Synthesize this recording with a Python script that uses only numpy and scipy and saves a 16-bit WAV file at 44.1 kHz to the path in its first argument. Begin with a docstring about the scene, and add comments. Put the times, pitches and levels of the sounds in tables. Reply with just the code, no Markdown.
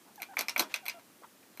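"""Guinea pig at a water bottle

The steel ball clacks in the spout and the spout knocks on the bars of a wire cage.
Each contact pings, rings the tube and the wires, and dies away in a small room.
Between rattles: soft falling squeaks and wet mouth smacks, over a quiet indoor hiss."""
import sys
import numpy as np
from scipy import signal
from scipy.fft import rfft, irfft
from scipy.io import wavfile
from scipy.ndimage import map_coordinates

SR = 44100
rng = np.random.default_rng(int(sys.argv[2]) if len(sys.argv) > 2 else 0)


def unload_wav(signal):
    """Save mono or channel-first audio to the path in sys.argv[1] as 16-bit WAV at rate SR, clipped to [-1, 1]."""
    wavfile.write(
        sys.argv[1],
        SR,
        np.round(np.clip(np.atleast_2d(signal).T, -1, 1) * 32767).astype(np.int16),
    )


N = 70560
ROOM_BUILD_S = .003


def rattles():
    """Ball, spout tube and bars strike each other in short runs."""
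    # contacts (time [s], thud [dB], knock [dB], clank [dB], ping [dB], struck bar pitch [Hz])
    contacts = [ (.1575, -75, -75, -53, -48, 6100), (.2012, -57, -43, -58, -55, 4100),
                (.2193, -45, -31, -40, -31, 4100), (.2290, -49, -32, -41, -49, 4100),
                (.3688, -31, -20, -41, -39, 3500), (.3840, -37, -29, -35, -41, 5900),
                (.3904, -32.5, -25, -24.5, -26, 4530), (.4085, -33, -26, -30, -27, 4090),
                (.4835, -38, -23.5, -30, -36, 5230), (.4937, -41, -31, -28, -37, 5480),
                (.5615, -28, -19, -46, -37, 4100), (.5785, -36, -33, -30, -30, 5900),
                (.5942, -25.5, -21.5, -17.5, -18, 4200), (.6030, -31, -29, -28, -23, 3850),
                (.6215, -33, -34, -41, -39, 3370), (.7404, -36, -19, -27, -34, 4090),
                (.7592, -48, -38, -37, -39, 6000), (.8553, -49, -43, -47, -41, 4100),
                (.8628, -46, -32, -38, -36, 3400), (.8816, -41, -24.5, -33.5, -27, 4100),
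                (.8958, -49, -29, -33, -46, 4900), (.9950, -53, -54, -56, -61, 4100),
                (1.5735, -50, -45, -52, -44, 4100), (1.5985, -48, -37, -38, -31, 4400)]
    out, t = np.zeros(N), np.arange(SR // 3) / SR
    for start_s, thud_db, knock_db, clank_db, ping_db, bar_hz in contacts:
        thud = amp(thud_db) * cage_thud(t)
        knock = amp(knock_db) * tube_knock(t)
        clank = amp(clank_db) * bar_clank(t, bar_hz)
        ping = amp(ping_db) * ball_ping(t)
        metal = chatter(knock + clank + ping)
        add(out, start_s, metal + thud + wires(t, thud_db, knock_db, clank_db, bar_hz))
    return out


def tube_knock(t, width_s=.00075, peak_s=.0016, wall_delay_s=.00435):
    """The water-filled spout swells and dies in a few cycles; the cage wall echoes it once."""
    # knock spectrum (frequency [Hz], level [dB])
    colour = [(700, -24), (1500, -6), (1850, -7), (2400, 0), (3000, -8), (4200, -13), (7000, -40)]
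    # envelope (rise [s], t60 [s], room level [dB], room t60 [s])
    shape = (.002, .035, -6, .16)
    hz = 2290 * (1 + .02 * rng.standard_normal())
    pulse = lambda u: np.exp(-.5 * (u / width_s) ** 2) * np.sin(2 * np.pi * hz * u)
    tube = pulse(t - peak_s) + amp(-11) * pulse(t - peak_s - wall_delay_s)
    return amp(.5) * tube + amp(-12.5) * burst(colour, shape, t)


def bar_clank(t, bar_hz, rim_hz=6100, ring_rise_s=.0015):
    """The struck bar cracks and rings; the spout's steel rim sounds briefly."""
    # clank spectrum (frequency [Hz], level [dB])
    colour = [(1500, -25), (2900, -5), (4200, 0), (4900, -2), (6100, -1), (7100, -9), (9500, -10),
              (12000, -20), (16000, -30)]
    # envelope (rise [s], t60 [s], room level [dB], room t60 [s])
    shape = (.0012, .021, -13, .125)
    crack = swell(t, rise_s=.0006)
    ring = (1 - np.exp(-t / ring_rise_s)) * fade(t, t60_s=.055)
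    bar = (amp(-4.5) * crack + amp(-8) * ring) * np.sin(2 * np.pi * bar_hz * t)
    rim = amp(-8) * crack * np.sin(2 * np.pi * rim_hz * t)
    return bar + rim + burst(colour, shape, t)


def ball_ping(t, hz=12200):
    """The steel ball's high, heavily damped ping."""
    # ping spectrum (frequency [Hz], level [dB])
    colour = [(4000, -35), (7500, -14), (9500, -10), (11000, -10), (12200, 0), (13300, -8), (15000, -12),
              (17000, -25)]
    # envelope (rise [s], t60 [s], room level [dB], room t60 [s])
    shape = (.0005, .013, -15, .09)
    return amp(-2) * swell(t, rise_s=.0004) * np.sin(2 * np.pi * hz * t) + burst(colour, shape, t)


def cage_thud(t, hz=980):
    """The dull first push against the cage."""
    # thud spectrum (frequency [Hz], level [dB])
    colour = [(150, -28), (230, -13), (450, -10), (620, 0), (1000, 0), (1550, -1), (2100, -13), (4000, -45)]
    # envelope (rise [s], t60 [s], room level [dB], room t60 [s])
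    shape = (.001, .025, -10, .17)
    return amp(-4) * swell(t, rise_s=.0005) * np.sin(2 * np.pi * hz * t) + burst(colour, shape, t)


def chatter(contact, count=4, min_s=.003, max_s=.012, rebound_db=-20):
    """A contact plus weak rebounds at uneven delays."""
    out = contact.copy()
    for delay_s in rng.uniform(min_s, max_s, count):
        lag = int(SR * delay_s)
        out[lag:] += amp(rebound_db) * contact[:-lag]
    return out


def wires(t, thud_db, knock_db, clank_db, bar_hz, sympathy_width_hz=350):
    """Cage wires ring on, boosted where tuned near the struck bar."""
    # wire modes (frequency [Hz], level [dB], t60 [s])
    modes = [(628, -1, .2), (865, 0, .16), (950, 1.5, .29), (1015, 0, .14), (1275, 1, .1), (1364, -1, .13),
             (1515, 3, .15), (2070, -1, .11), (2262, 2, .09), (2385, -4, .22), (2537, -1, .13),
             (2772, -9, .28), (3368, -2, .19), (4094, -5, .12), (5230, -5, .1), (5600, -6, .15)]
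    ring = np.zeros(len(t))
    for hz, db, t60_s in modes:
        drive_db = thud_db if hz < 1700 else knock_db if hz < 3000 else clank_db
        sympathy_db = 6 * np.exp(-((hz - bar_hz) / sympathy_width_hz) ** 2)
        gain = amp(drive_db + sympathy_db + db + rng.normal(0, 2))
        ring += gain * fade(t, t60_s) * np.sin(2 * np.pi * (hz * t + rng.random()))
    return amp(-21) * ring * (1 - np.exp(-t / ROOM_BUILD_S))


def floor_booms():
    """The hardest blows shake the cage floor."""
    # blows (time [s], level [dB])
    blows = [(.391, -49), (.580, -40), (.596, -38)]
    # floor spectrum (frequency [Hz], level [dB])
    colour = [(130, -24), (210, -2), (320, 2), (450, -7), (2000, -50)]
    # envelope (rise [s], t60 [s], room level [dB], room t60 [s])
    shape = (.008, .17, -9, .35)
    out, t = np.zeros(N), np.arange(SR // 3) / SR
    for start_s, db in blows:
        add(out, start_s, amp(db) * burst(colour, shape, t))
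    return out


def ball_scrape(peak_s=.716, width_s=.016, db=-51.5):
    """The ball slides in the spout before a clack: a soft swell of friction."""
    # friction spectrum (frequency [Hz], level [dB])
    colour = [(300, -10), (1000, 2), (2400, -1), (14000, -19)]
    t = np.arange(N) / SR
    return amp(db) * np.exp(-.5 * ((t - peak_s) / width_s) ** 2) * noise(colour, N)


def squeaks(jitter=.024, flutter_db=1.4, edge_s=.003):
    """Soft, nearly pure guinea pig notes that sag in pitch, then turn up quickly."""
    # notes (start [s], sag length [s], first pitch [Hz], lowest pitch [Hz], upturn [s], level [dB])
    notes = [(.177, .034, 860, 660, .014, -52), (.286, .045, 810, 730, .014, -52),
             (.827, .034, 770, 680, .028, -55.5), (.941, .046, 700, 640, .006, -53.5)]
    # harmonics from the fundamental up (level [dB])
    harmonics_db = [0, -9, -25]
    out, t = np.zeros(N), np.arange(SR // 10) / SR
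    for start_s, sag_s, first_hz, lowest_hz, upturn_s, db in notes:
        waver = map_coordinates(rng.standard_normal(size=40), [t * 300])
        sag_hz = first_hz + (lowest_hz - first_hz) * np.minimum(t / sag_s, 1) ** 1.7
        upturn = .42 * np.clip((t - sag_s) / upturn_s, 0, 1)
        hz = sag_hz * (1 + upturn + jitter * waver)
        phase = 2 * np.pi * np.cumsum(hz) / SR
        tone = unit(sum(amp(level) * np.sin(k * phase) for k, level in enumerate(harmonics_db, 1)))
        gate = np.clip(np.minimum(t, sag_s + upturn_s - t) / edge_s, 0, 1)
        add(out, start_s, amp(db + flutter_db * waver) * tone * gate)
    return out


def smacks(half_width_oct=.38):
    """Short wet puffs coloured by the mouth."""
    # puffs (peak time [s], Gaussian width [s], mouth resonance [Hz], level [dB])
    puffs = [(.09, .02, 850, -62), (.341, .004, 1000, -48), (1.222, .0025, 520, -52),
             (1.244, .01, 1080, -50.5), (1.434, .004, 2250, -62)]
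    t, hz = np.arange(N) / SR, np.fft.rfftfreq(N, 1 / SR)
    out = np.zeros(N)
    for peak_s, width_s, mouth_hz, db in puffs:
        mouth = 1 / (1 + (np.log2((hz + 1) / mouth_hz) / half_width_oct) ** 2)
        puff = unit(irfft(rfft(rng.standard_normal(N)) * mouth, N))
        out += amp(db) * np.exp(-.5 * ((t - peak_s) / width_s) ** 2) * puff
    return out


def room_hiss(db=-59.7):
    """Quiet, steady indoor air."""
    # air spectrum (frequency [Hz], level [dB])
    colour = [(70, -22), (100, -9), (140, -9), (210, 0), (330, -1), (500, -6), (1600, -11.5), (4000, -15.5),
              (15000, -17)]
    return amp(db) * noise(colour, N)


def burst(colour, shape, t):
    """Dense short-lived modes as decaying noise, plus their room tail."""
    rise_s, t60_s, room_db, room_t60_s = shape
    envelope = (1 - np.exp(-(t / rise_s) ** 2)) * fade(t, t60_s)
    direct = envelope * noise(colour, len(t))
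    direct *= np.linalg.norm(envelope) / np.linalg.norm(direct)
    room_envelope = (1 - np.exp(-t / ROOM_BUILD_S)) * fade(t, room_t60_s)
    return direct + amp(room_db) * room_envelope * noise(colour, len(t))


def noise(colour, size):
    """Unit-rms noise shaped by (Hz, dB) points."""
    hz, db = np.transpose(colour)
    bins_hz = np.fft.rfftfreq(size, 1 / SR)
    gain = amp(np.interp(np.log(bins_hz + 1), np.log(hz), db))
    return unit(irfft(rfft(rng.standard_normal(size)) * gain, size))


def swell(t, rise_s):
    """Envelope of a heavily damped mode; peaks at 2 * rise_s."""
    return (t / rise_s / 2) ** 2 * np.exp(2 - t / rise_s)


def fade(t, t60_s):
    """Exponential decay, 60 dB in t60_s."""
    return np.exp(-np.log(1000) * t / t60_s)


def amp(db):
    """Decibels to gain."""
    return 10 ** (np.asarray(db) / 20)


def unit(x):
    """Scale to rms 1."""
    return x / np.sqrt(np.mean(x ** 2) + 1e-20)


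def add(out, start_s, x):
    """Mix x into out at start_s."""
    i = int(np.clip(round(start_s * SR), 0, N - 1))
    out[i:i + len(x)] += x[:N - i]


def scene():
    """The drinking animal over room hiss, mono."""
    return (rattles() + floor_booms() + ball_scrape() + squeaks() + smacks() + room_hiss())[None]


def record(dry):
    """Bass cut and treble band limit."""
    low_cut_hz, top_hz = 88, 15300
    highpass = signal.butter(N=3, Wn=low_cut_hz, btype="high", fs=SR, output="sos")
    lowpass = signal.firwin(201, top_hz, fs=SR, window="blackman")
    return signal.fftconvolve(signal.sosfilt(highpass, dry), lowpass[None], mode="same", axes=1)


dry = scene()
out = record(dry)
unload_wav(out)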